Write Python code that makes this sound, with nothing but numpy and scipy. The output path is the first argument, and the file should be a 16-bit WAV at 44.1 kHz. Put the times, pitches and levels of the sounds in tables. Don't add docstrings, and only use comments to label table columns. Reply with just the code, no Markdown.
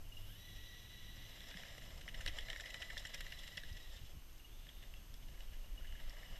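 import sys
import numpy as np
from scipy import signal
from scipy.fft import rfft, irfft, next_fast_len
from scipy.io import wavfile

SR = 44100
rng = np.random.default_rng(int(sys.argv[2]) if len(sys.argv) > 2 else 0)


def bounce(signal):
    frames = np.transpose(np.atleast_2d(signal))
    limited = np.clip(frames, -1, 1)
    pcm = np.round(limited * 32767).astype(np.int16)
    wavfile.write(sys.argv[1], SR, pcm)


def decibels_to_gain(level_db):
    exponent = np.asarray(level_db, float) / 20
    return 10 ** exponent


N = 281797

# time in seconds, level in dB
DRONE = [
    (.04, -74),
    (.24, -58),
    (.62, -68.5),
    (.85, -75),
    (1.22, -65.5),
    (2.2, -62.5),
]
# time in seconds, level in dB
WHIRR = [
    (.3, -70),
    (1.3, -76),
    (3.3, -74),
]
# frequency in Hz, density in dB per Hz
HISS = [(200, 1), (300, -1), (800, -6), (1400, -7.5), (2600, -6.5), (2880, -3.5), (3500, -10),
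        (4500, -10.5), (6000, -11), (7000, -13.5), (9000, -14.5), (11500, -18.5), (13000, -16.5),
        (16500, -16)]
# frequency in Hz, level in dB, delay in seconds, length in seconds
BURSTS = [
    (12490, -71, 0, .0028),
    (8555, -72, .0062, .004),
]
# time in seconds, gust level in dB
AIR = [(0, -72), (.6, -56), (2.0, -53.5), (2.4, -46), (2.6, -55.5), (3.5, -56), (4.1, -60), (4.9, -53),
       (5.7, -47), (6.1, -55), (6.39, -64)]
# time in seconds, level in dB
GUSTS = [(.03, -45.5), (.16, -48), (.28, -54), (.53, -48), (2.13, -60), (2.3, -44), (2.44, -48),
         (2.99, -52.5), (3.2, -56), (3.67, -50.5), (3.9, -49), (4.03, -51.5), (4.17, -49.5), (4.34, -51.5),
         (4.59, -55), (4.75, -57), (5.26, -74), (5.5, -56), (5.78, -48), (5.9, -45), (6.03, -47),
         (6.31, -42.5)]
# time in seconds, level in dB
EDDIES = [(0.0, -62.5), (0.21, -60.5), (0.64, -61.5), (2.03, -60.5), (2.21, -59.5), (2.65, -62.5),
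          (3.75, -62.5), (3.9, -68.5), (4.04, -56.5), (4.09, -73.5), (4.18, -55.5), (4.22, -74),
          (4.36, -63.5), (4.43, -66), (5.91, -63), (6.26, -66), (6.32, -58.5), (6.39, -68)]
# frequency in Hz, density in dB per Hz
BUFFET = [(7.1, -12), (12, 6), (32, 2.5), (90, -20.5), (120, -63), (200, -120)]
# frequency in Hz, density in dB per Hz
FLUTTER = [(29, -34), (50, -6.5), (119, -14), (151, -16.5), (210, -22.5), (385, -33), (450, -55),
           (580, -83), (990, -120)]
# time in seconds, peak level in dB
PUFFS = [(2.199, -47), (2.29, -44), (2.33, -54), (3.714, -41), (3.965, -48), (4.011, -47), (4.037, -45.5),
         (4.133, -49), (4.168, -46.5), (5.1, -50), (5.284, -49)]
# start in seconds, peak level in dB, frequency in Hz
TICKS = [
    (4.3294, -58, 6000),
    (4.3794, -60, 5800),
    (4.7516, -62, 12100),
    (4.7765, -60, 11600),
    (5.139, -62, 4540),
    (6.095, -55, 4420),
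]
# start in seconds, peak level in dB, frequency in Hz
THUDS = [
    (1.55, -45.5, 176),
    (1.585, -54, 122),
    (2.086, -59, 124),
    (2.278, -52.5, 317),
    (2.382, -65, 161),
    (2.969, -59.5, 128),
    (3.144, -50.5, 161),
    (3.331, -59, 121),
    (3.568, -54, 158.4),
]
# time in seconds, level in dB
BEARING = [
    (.25, -73),
    (4.63, -82),
    (5.8, -78),
    (5.96, -74),
    (6.22, -84),
    (6.37, -72),
]
# frequency in Hz, width in Hz, level in dB
BEARING_NOTE = [(2890, 280, -2), (2980, 266, -1.5)]
# start in seconds, peak level in dB, frequency in Hz
SQUEAKS = [(.0618, -54, 2740), (0.12, -41, 2840), (0.145, -47, 2890), (0.169, -38, 2830),
           (.2503, -51, 2780), (.2668, -49, 2830), (.3194, -53, 2790), (0.35, -47, 3000),
           (4.3964, -48.5, 2810), (4.4448, -44, 2855), (4.937, -52, 2670), (4.956, -51, 2720),
           (4.962, -51, 3300), (4.9744, -52, 2740), (5.6416, -48, 2840), (5.7767, -41.5, 2890)]
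# time in seconds, whine in Hz, level in dB
COAST = [
    (4.44, 3010, -83),
    (4.54, 3500, -74),
    (4.7, 3560, -73),
    (4.86, 3640, -73),
    (4.93, 3500, -86),
]
# start in seconds, peak level in dB
CRACKS = [
    (2.208, -54),
    (2.261, -44),
    (2.3825, -58),
    (2.503, -52),
    (2.977, -47),
    (3.1457, -38.5),
    (3.207, -37.5),
    (3.3203, -46),
    (3.4755, -48.5),
    (3.5733, -49),
]
# start in seconds, peak level in dB, frequency in Hz
CHATTER = [(2.387, -59, 5200), (2.4073, -51, 5170), (2.4821, -58, 5410), (2.5016, -48, 5200),
           (2.5645, -54, 5350), (2.612, -46, 5240), (2.6587, -53, 5270), (2.7066, -56, 5170),
           (2.741, -52, 5250), (2.8154, -53.5, 5260), (2.8553, -56.5, 5370), (2.8992, -55.5, 5230),
           (2.9764, -40.5, 5370), (3.0523, -45, 5650), (3.068, -53, 5100), (3.1443, -37.5, 5570),
           (3.197, -53.5, 5450), (3.207, -54, 5300), (3.2454, -57, 5050), (3.2637, -51, 5670),
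           (3.3038, -54, 5220), (3.3217, -51, 5040), (3.387, -55, 5400), (3.4021, -56, 4930),
           (3.4335, -48, 5100), (3.4725, -51, 5100), (3.5223, -53.5, 5120), (3.5727, -42, 5130),
           (3.5991, -54.5, 5400), (3.634, -54, 5270), (3.6854, -56, 5070), (3.7273, -47.5, 5260),
           (3.7667, -49, 5360), (3.8286, -55, 5150), (3.916, -57, 4850), (3.9628, -55.5, 4670)]
# start in seconds, peak level in dB, frequency in Hz
TRUCK_RINGS = [(1.4036, -58, 1850), (1.5100, -45, 1840), (1.5408, -45.5, 1670), (1.5707, -43, 1870),
               (1.6331, -43, 1880), (1.652, -49, 1700), (1.7496, -47, 1790), (1.781, -49.5, 1940),
               (1.8201, -45, 1930), (2.0094, -48, 1800), (2.079, -36, 1900), (2.1425, -43, 1950),
               (2.2045, -47, 1810), (2.2082, -38, 1650), (2.2845, -44, 1710), (2.3539, -47, 1930),
               (2.3848, -35, 1860), (2.4656, -50, 1910), (2.4851, -35.5, 1780), (2.5006, -35.5, 1840),
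               (2.5305, -36, 1910), (2.561, -34, 1850), (2.5981, -35.5, 1764), (2.6393, -39, 1900),
               (2.6575, -41, 1890), (2.7424, -38.5, 1920), (2.8177, -38, 1730), (2.9017, -35, 1800),
               (2.9685, -32, 1780), (3.051, -35, 1760), (3.1127, -49.5, 1920), (3.1377, -47, 1720),
               (3.1459, -41, 1740), (3.189, -48, 1940), (3.2064, -37, 1754), (3.2652, -42, 1920),
               (3.3227, -43, 1740), (3.4195, -48.5, 1920), (3.4355, -46, 1820), (3.4765, -38, 1910),
               (3.5577, -48, 1850), (3.5772, -34, 1940), (3.634, -45, 1750), (3.7677, -51, 1780)]
# start in seconds, peak level in dB, frequency in Hz
HOUSING_RINGS = [(1.4041, -48, 3400), (1.5104, -45, 3500), (1.571, -49.5, 3170), (1.7802, -44.5, 2900),
                 (1.9768, -54, 3010), (2.0107, -46.5, 2980), (2.086, -41.5, 3000), (2.1444, -40, 2970),
                 (2.209, -41, 2860), (2.2735, -40.5, 2150), (2.2766, -34, 3900), (2.3864, -38.5, 3030),
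                 (2.4848, -47, 3830), (2.4996, -33, 3100), (2.53, -43, 3330), (2.6057, -43, 3100),
                 (2.6423, -51, 3760), (2.6567, -42, 2980), (2.7036, -49, 3870), (2.7426, -36.5, 3000),
                 (2.8216, -35, 2980), (2.903, -52, 2770), (2.9775, -38, 3540), (2.9775, -42, 3360),
                 (3.0531, -44, 3110), (3.1387, -40, 3400), (3.1466, -46, 3300), (3.205, -45, 2700),
                 (3.3227, -39, 2890), (3.3897, -44.5, 3460), (3.4764, -41.5, 2930), (3.5723, -42, 3130),
                 (3.5782, -40, 2640), (3.5773, -34, 2930), (3.7692, -48, 3440)]
# start in seconds, peak level in dB, frequency in Hz
RETURN_RINGS = [(4.667, -51, 1970), (4.689, -41, 3300), (4.691, -50, 1990), (4.826, -54, 2850),
                (4.938, -46, 2720), (5.406, -48, 2900), (5.8095, -53, 1440), (5.8445, -49, 1940),
                (5.8935, -56, 1640), (5.907, -56, 1870), (5.9229, -58, 2130), (5.952, -50, 1720),
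                (5.9773, -51, 1940), (5.9983, -52, 1930), (6.061, -57, 1880), (6.105, -48, 1850),
                (6.136, -49, 2070), (6.1672, -46, 1740), (6.1908, -50, 2040), (6.2307, -47, 1740),
                (6.2562, -53, 1920), (6.3, -60, 1810), (6.3579, -50, 1830)]
# start in seconds, peak level in dB, frequency in Hz
PINGS = [
    (5.139, -52, 5500),
    (6.096, -46, 5450),
]
# frequency in Hz, width in Hz, level in dB
DECK = [(543, 250, 9), (700, 207, 6.5), (970, 340, 1.5), (1323, 225, 0.5)]
# frequency in Hz, width in Hz, level in dB
TRUCKS = [(1700, 274, -3), (1988, 320, 2), (2123, 680, -9.5), (2470, 250, -11.5)]
# frequency in Hz, width in Hz, level in dB
HOUSING = [(2925, 620, 0.5), (3372, 280, -1.5), (3745, 680, -2.5)]
# frequency in Hz, width in Hz, level in dB
SMALL_PARTS = [(5170, 750, 5), (5860, 1450, -11.5), (7360, 740, 0), (8500, 180, -6), (9700, 2300, -14)]
# frequency in Hz, width in Hz, level in dB
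EDGES = [(9800, 2500, 0.85), (13600, 4200, -0.78)]
# peak time in seconds, peak level in dB, place struck (0 trucks, 1 housing, 2 small parts),
# length in ms. First the board coming nearer
KNOCKS_NEARING = [(1.4058, -51, 0.53, 5), (1.4856, -55.5, 1.55, 5.7), (1.5127, -46.5, 0.26, 3.5),
                  (1.542, -48, .05, 4.7), (1.572, -44, 0.73, 3), (1.5926, -58, 0.44, 6),
                  (1.6346, -44.5, 0.25, 3.8), (1.6539, -53, .1, 2.8), (1.7812, -53, 0.59, 4.7),
                  (1.8222, -54.5, 0.58, 50), (1.905, -54, 0.57, 9.5), (1.979, -54, 1.14, 4.5),
                  (2.0127, -50, 0.63, 8.4), (2.0785, -43.5, .15, 4.1), (2.088, -46, 0.54, 7.2),
                  (2.146, -47.5, 0.49, 11), (2.2106, -44.5, 0.44, 11), (2.263, -32, 0.6, 2.4),
                  (2.279, -37, 0.7, 9), (2.293, -52.5, 0.5, 10), (2.3875, -36.5, 0.83, 2.9),
                  (2.409, -50.5, .7, 6.6)]
# peak time in seconds, peak level in dB, place struck, length in ms
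KNOCKS_PASSING = [(2.4861, -42, 0.12, 3.3), (2.502, -37, 0.68, 2.2), (2.5308, -41, .4, 2.2),
                  (2.562, -41.5, 0.18, 2.9), (2.573, -54.5, 1.7, 4.7), (2.5996, -42.5, 0.48, 2.1),
                  (2.6078, -43, 1.3, 4.5), (2.659, -45, 0.46, 7.2), (2.6684, -51, .5, 20),
                  (2.705, -46.5, 1.1, 8), (2.743, -41, 0.65, 4.2), (2.822, -42.5, 0.46, 9.7),
                  (2.9031, -44, 0.42, 9.1), (2.97, -40.5, .02, 1.8), (2.979, -42, 1.2, 7.4),
                  (2.995, -52, 1.7, 8.1), (3.054, -41, 0.39, 8.3), (3.0703, -48.5, 1.43, 6.9),
                  (3.1403, -42.5, 0.53, 7.6), (3.1466, -42.5, 0.34, 8.9), (3.21, -42.5, 0.48, 5.8),
                  (3.266, -51.5, 0.6, 6.7), (3.3238, -43.5, 0.4, 4.4), (3.391, -52, 1.4, 11),
                  (3.437, -50.5, 0.58, 15), (3.479, -47, 0.92, 6.9), (3.573, -41.5, 0.62, 6),
                  (3.5782, -42, 0.28, 3), (3.6356, -45, 0.44, 2.8), (3.69, -53.5, 1.1, 12)]
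# peak time in seconds, peak level in dB, place struck, length in ms
KNOCKS_FAR = [(3.7708, -52, 0.98, 10), (3.967, -54, 1.1, 12), (4.6694, -54, 0.62, 2.3),
              (4.6917, -58, 0.7, 5), (4.828, -57, .6, 8.7), (4.838, -55, 0.45, 3.4),
              (4.9396, -53, 0.69, 3.1), (5.141, -52.5, 1.4, 3.5), (5.2268, -58, 0.72, 12),
              (5.2858, -55, 0.86, 4.7), (5.343, -56, .15, 6.2), (5.3768, -57, .25, 2.9),
              (5.407, -49, 0.83, 2.2), (5.5334, -56.5, 0.63, 20), (5.8464, -55, .1, 4.6),
              (5.8534, -54, .3, 6.5), (5.871, -56, .65, 3.9), (5.9244, -55, 0.5, 3.5),
              (5.9542, -58, 0.45, 13), (5.9998, -53, .25, 6.8), (6.011, -58, 0.55, 3.7),
              (6.096, -55, 1.7, 2.4), (6.106, -58, .5, 5.5), (6.1377, -54, 0.2, 5), (6.17, -56, 0.22, 4),
              (6.2323, -54, .05, 6.2), (6.3593, -60, 0.59, 22)]
# time in seconds, wheels on grit in dB, drive spin in dB
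ROLL = [(0, -8, -16), (.18, -6, -2), (.48, -11, 4), (1.1, -9.5, 5), (1.56, 1.5, 8.5), (2.05, 2, -1.5),
        (2.28, 1, 8.5), (2.61, 4.5, 4.5), (3.2, 0.5, 8.5), (4.06, -9, 2.5), (4.2, -10, -15),
        (4.47, -26, -5), (4.7, -6.5, -1), (5.12, -10.5, -11), (5.46, -5.5, -3), (5.66, -9, -9.5),
        (6.01, -1, 1.5), (6.39, 2.5, 1)]
# mean level in dB, share of the grit's dB, share of the spin's dB
ROLL_SHARES = [
    (-69.5, 1, 0.01),
    (-72.5, 0.45, 0.86),
    (-69.5, 0.0098, 0.84),
    (-71.5, 0.79, 0.44),
]
# time in seconds, small parts in dB
FACING = [
    (0, 4),
    (1.3, -0.5),
    (2.2, -1.5),
    (3.0, -0.5),
    (3.6, 1),
    (4.05, 3.5),
    (4.15, 1.5),
    (5.6, -1),
    (5.9, -4),
    (6.39, -2.5),
]
# time in seconds, whine in Hz, level in dB, brightness in dB (high when facing the microphone)
MOTOR = [(.2, 1250, -100, -6), (.3, 1560, -73, -2), (.39, 1930, -71, -2), (.47, 1950, -65, -3),
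         (.7, 1945, -64, -2), (1.0, 1950, -66, -6), (1.35, 1960, -69, -3), (1.7, 1960, -70.5, 1),
         (2.22, 1960, -84, -16), (2.37, 2000, -64, -11), (2.6, 2020, -61, -15), (2.9, 2040, -61, -22),
         (3.3, 2000, -62.5, -24), (3.62, 1980, -63, -22), (3.83, 1950, -63.5, -27), (3.96, 1800, -68, -27),
         (4.16, 1600, -100, -20.5)]
ORDERS_OF_WHINE = (1, 2, 3, 7 / 4, 7 / 8, 3 / 2, 13 / 8, 15 / 8)
# dB over the level, share of the level's swing, share of the brightness,
# dB lost per 100 Hz below cruise
WHINE_LINES = [(0.5, 1.24, 0.11, 0), (4.5, 0.77, 0.18, -1.5), (0.5, 0.59, 0.56, 5), (-1.5, 0.55, 0.33, 1),
               (-14, 0.4, 0.7, -1.5), (-2.5, 0.4, 0.3, 2), (-9, .6, 0.3, 8), (-10.5, 0.42, 0.11, 5)]


def rms_one(x):
    return x / np.sqrt(np.mean(x ** 2) + 1e-20)


def in_time(rows):
    s, *columns = np.transpose(rows)
    return [np.interp(np.arange(N) / SR, s, c) for c in columns]


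def swells(rows, rise_db_per_s, fall_db_per_s):
    t = np.arange(N) / SR
    return sum(decibels_to_gain(db - np.where(t < s, rise_db_per_s * (s - t), fall_db_per_s * (t - s))) for s, db in rows)


def drift(rate_hz):
    r = np.exp(-2 * np.pi * rate_hz / SR)
    noise = rng.standard_normal(N + SR)
    return rms_one(signal.lfilter([1], [1, -2 * r, r * r], noise)[SR:])


def resonate(x, peaks):
    out = 0
    for k, (hz, width, db) in enumerate(peaks):
        r = np.exp(-np.pi * width / SR)
        section = [(1 - r * r) / 2, 0, (r * r - 1) / 2, 1, -2 * r * np.cos(2 * np.pi * hz / SR), r * r]
        out = out + (-1) ** k * decibels_to_gain(db) * signal.sosfilt([section, section], x)
    return out


def coloured(spectrum):
    hz, db = np.transpose(spectrum)
    size = next_fast_len(N)
    bins = np.maximum(np.arange(size // 2 + 1) * SR / size, 1)
    shape = decibels_to_gain(np.interp(np.log(bins), np.log(hz), db, left=-60, right=-60))
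    return rms_one(irfft(shape * rfft(rng.standard_normal(size)), size)[:N])


def background(hiss_db=-66.5, drone_hz=102.8, sag_hz_per_s=1.78):
    hz = drone_hz - sag_hz_per_s * np.arange(N) / SR
    drone = np.sqrt(2) * swells(DRONE, 58, 43) * np.sin(2 * np.pi * np.cumsum(hz) / SR)
    whirr = rms_one(resonate(rng.standard_normal(N), [(10920, 570, -0.32), (12860, 2100, -0.67)]))
    return drone + swells(WHIRR, 35, 19) * whirr + decibels_to_gain(hiss_db) * coloured(HISS)


def sensor(row_db=-71.3, half_db=-77.5, frame_hz=30 / 1.001, start_s=.0185, rows=421):
    frames = (np.arange(N) / SR - start_s) * frame_hz
    out = decibels_to_gain(row_db) * np.cos(2 * np.pi * rows * frames)
    out += decibels_to_gain(half_db) * np.sin(np.pi * rows * (frames % 1))
    for hz, db, delay, length in BURSTS:
        t = ((frames - delay * frame_hz + .5) % 1 - .5) / frame_hz
        out -= decibels_to_gain(db) * np.exp(-np.pi * (t / length) ** 2) * np.cos(2 * np.pi * hz * t)
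    return out


def air(puff_s=0.0029, lump_db=2, flutter_db=-0.5, flutter_follows=0.036):
    gusts = swells(GUSTS, 185, 193)
    buffet_db = 20 * np.log10(decibels_to_gain(in_time(AIR)[0]) + gusts)
    eddy_db = flutter_db + flutter_follows * (buffet_db - buffet_db.mean()) + in_time(EDDIES)[0]
    out = decibels_to_gain(buffet_db) * coloured(BUFFET)
    out += decibels_to_gain(eddy_db + lump_db * drift(6.1)) * coloured(FLUTTER)
    t = np.arange(-round(0.0204 * SR), round(.02 * SR)) / SR / puff_s
    for s, peak_db in PUFFS:
        out[round((s - .016) * SR):][:len(t)] += decibels_to_gain(peak_db + 3.5) * t * np.exp(-t * t / 2)
    return out


def ticks(length_s=0.0026):
    t, out = np.arange(round(0.033 * SR)) / SR, np.zeros(N)
    for (s, peak_db, hz), shake in zip(TICKS, rng.standard_normal((len(TICKS), len(t)))):
        ring = resonate(shake * np.exp(-t / length_s), [(hz, 1800, 0)])
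        out[round(s * SR):][:len(t)] += decibels_to_gain(peak_db) * ring / np.max(np.abs(ring))
    return out


def thuds(t60_s=0.088, rise_s=0.0027):
    t, out = np.arange(round(.1 * SR)) / SR, np.zeros(N)
    for s, peak_db, hz in THUDS:
        swell = decibels_to_gain(peak_db + 1.5 - 60 * t / t60_s) * (1 - np.exp(-t / rise_s))
        out[round(s * SR):][:len(t)] += swell * np.sin(2 * np.pi * hz * t)
    return out


def bearing(mean_db=-74, follows_grit=0.94, patchy_db=3.4):
    level = decibels_to_gain(mean_db + follows_grit * in_time(ROLL)[0]) + swells(BEARING, 72, 51)
    return level * decibels_to_gain(patchy_db * drift(24)) * rms_one(resonate(rng.standard_normal(N), BEARING_NOTE))


def squeaks(rise_s=0.0028, t60_s=0.059, glide=0.014):
    t, out = np.arange(round(.1 * SR)) / SR, np.zeros(N)
    for s, peak_db, hz in SQUEAKS:
        swell = (1 - np.exp(-t / rise_s)) * decibels_to_gain(peak_db - 5.0 - 60 * t / t60_s)
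        out[round(s * SR):][:len(t)] += swell * np.sin(2 * np.pi * hz * t * (1 + glide * t / 0.039))
    return out


def coasting(blur_hz=130):
    hz, db = in_time(COAST)
    blur = drift(blur_hz) + 1j * drift(blur_hz)
    whine = np.real(blur * np.exp(2j * np.pi * np.cumsum(hz) / SR))
    return (db > -83.9) * decibels_to_gain(db) * whine


def cracks(length_s=0.0013, low_hz=900, high_hz=9000, over_db=-2.0):
    t, out = np.arange(round(0.013 * SR)) / SR, np.zeros(N)
    for (s, peak_db), shake in zip(CRACKS, rng.choice([-1., 1.], (len(CRACKS), len(t)))):
        out[round(s * SR):][:len(t)] += decibels_to_gain(peak_db + over_db) * shake * np.exp(-t / length_s)
    band = signal.butter(1, [low_hz, high_hz], "band", fs=SR, output="sos")
    return signal.sosfilt(band, out + 1e-18)


def chatter(length_s=0.003, width_hz=900, under_db=-3):
    t, out = np.arange(round(0.016 * SR)) / SR, np.zeros(N)
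    for (s, peak_db, hz), shake in zip(CHATTER, rng.standard_normal((len(CHATTER), len(t)))):
        ring = resonate(shake * np.exp(-t / length_s), [(hz, width_hz, 0)])
        out[round(s * SR):][:len(t)] += decibels_to_gain(peak_db + under_db) * ring / np.max(np.abs(ring))
    return out


def rings(rise_s=0.00086, t60_s=0.021, under_db=-1.5, rough=0.33):
    t, out = np.arange(round(.05 * SR)) / SR, np.zeros(N + SR)
    rows = TRUCK_RINGS + HOUSING_RINGS + RETURN_RINGS + PINGS
    shape = (1 - np.exp(-t / rise_s)) * decibels_to_gain(-60 * t / t60_s)
    for (s, peak_db, hz), shake in zip(rows, rng.standard_normal((len(rows), len(t)))):
        tone = np.sin(2 * np.pi * hz * t) + rough * rms_one(resonate(shake, [(hz, 500, 0)]))
        out[round(s * SR):][:len(t)] += decibels_to_gain(peak_db + under_db) * shape * tone
    return out[:N]


def knocks(rise=0.5, fall=1.02, early_s=0.0008, tail_s=0.028, tail_db=-15, deck_db=-14, edge_db=-16,
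           uneven_db=3.5, loss_db_per_part=8.5, small_parts_db=2.5, small_parts_fade=0.061):
    lead = round(.012 * SR)
    t = np.arange(-lead, 5 * lead) / SR
    hits = KNOCKS_NEARING + KNOCKS_PASSING + KNOCKS_FAR
    shakes = rng.choice([-1., 1.], (len(hits), len(t)))
    luck = uneven_db * rng.standard_normal((len(hits), 16))
    out = np.zeros(N + len(t))
    for (s, peak_db, place, ms), shake, luck_db in zip(hits, shakes, luck):
        away = np.abs(place - np.arange(3))
        part_db = peak_db - loss_db_per_part * (away - away[:2].min())
        trucks_db, housing_db, small_db = part_db
        small_db += small_parts_db + small_parts_fade * (peak_db + 44)
        length = max(ms - 1.8, .7) / 1000
        shape = np.exp(-((t + early_s) / length / np.where(t < -early_s, rise, fall)) ** 2)
        shape += (t > 0) * decibels_to_gain(tail_db) * min(ms / 5.0, 1) * np.exp(-t / tail_s)
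        for part, db in [(TRUCKS, trucks_db), (HOUSING, housing_db), (SMALL_PARTS, small_db),
                         (DECK, trucks_db + deck_db), (EDGES, small_db + edge_db)]:
            struck = [(hz, width, level + luck_db[k + 2 * len(part)])
                      for k, (hz, width, level) in enumerate(part)]
            ring = resonate(shape * shake, struck)
            out[round(s * SR) - lead:][:len(t)] += decibels_to_gain(db - 0.5) * ring / np.max(np.abs(ring))
    return out[:N]


def rolling(grains_per_s=4000, spread_db=3, clump_db=1.5, trucks_turn_share=-0.83):
    clumps, out = decibels_to_gain(clump_db * drift(25.0)), 0
    grit_db, spin_db = in_time(ROLL)
    levels = [db + a * grit_db + b * spin_db for db, a, b in ROLL_SHARES]
    facing_db, = in_time(FACING)
    levels[1] = levels[1] + trucks_turn_share * facing_db
    levels[3] = levels[3] + facing_db
    for part, db, looseness in zip((DECK, TRUCKS, HOUSING, SMALL_PARTS), levels, (2.6, 1.2, 0.85, 1.8)):
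        sizes = decibels_to_gain(spread_db * np.minimum(rng.exponential(1, N), 3)) * rng.choice([-1, 1], N)
        grit = sizes * (rng.random(N) < grains_per_s / SR) * clumps ** looseness
        out = out + decibels_to_gain(db + 0.5) * rms_one(resonate(grit, part))
    return out


def motor_phase(hz, grit_db, sag_share=.06, recover_s=0.033, onset_s=0.00665,
                wobble_share=0.01207, wobble_hz=25.4):
    load = np.zeros(N)
    for s, db, *_ in KNOCKS_NEARING + KNOCKS_PASSING:
        load[round(s * SR)] = sag_share * decibels_to_gain(db + 39.5)
    wobble = wobble_share * decibels_to_gain(0.6 * grit_db) * drift(wobble_hz)
    slow, fast = np.exp(-1 / (SR * np.array([recover_s, onset_s])))
    lasting = signal.lfilter([1], [1, -slow], load)
    sag = signal.lfilter([1 - fast], [1, -fast], lasting)
    return 2 * np.pi * np.cumsum(hz * (1 - sag + wobble)) / SR


def motor(core_hz=32, skirt_hz=90, skirt_db=-6.5, steady=.85, mean_db=-68, cruise_hz=1880):
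    hz, level_db, bright_db = in_time(MOTOR)
    grit_db = in_time(ROLL)[0]
    phase, out = motor_phase(hz, grit_db), 0
    slack = np.maximum(cruise_hz - hz, 0) / 100
    for k, (over_db, follows, shines, slack_db) in zip(ORDERS_OF_WHINE, WHINE_LINES):
        core = drift(core_hz * k) + 1j * drift(core_hz * k)
        skirt = drift(skirt_hz * k) + 1j * drift(skirt_hz * k)
        shaken_db = (k > 1) * 0.7 * (grit_db + 10)
        blur = (steady / k + .5 * core) * decibels_to_gain(-.5 * shaken_db)
        blur = blur + .5 * decibels_to_gain(skirt_db + .5 * shaken_db) * skirt
        db = mean_db + over_db + follows * (level_db - mean_db) + shines * bright_db - slack_db * slack
        out = out + (level_db > -99) * decibels_to_gain(db) * np.real(blur * np.exp(1j * k * phase))
    return out


def scene():
    board = motor() + rolling() + knocks() + rings() + chatter() + cracks()
    board += squeaks() + thuds() + ticks() + bearing() + coasting()
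    lag = round(.009 * SR)
    board[lag:] += decibels_to_gain(-17.0) * board[:-lag]
    return (board + air() + background())[None]


def roll_off(x):
    return signal.sosfilt(signal.butter(12, 15310, fs=SR, output="sos"), x)


def record(dry):
    low_pass = signal.cheby2(12, 60, 15900, fs=SR, output="sos")
    mix = signal.sosfilt(low_pass, dry + sensor())
    return roll_off(mix)


dry = scene()
out = record(dry)
bounce(out)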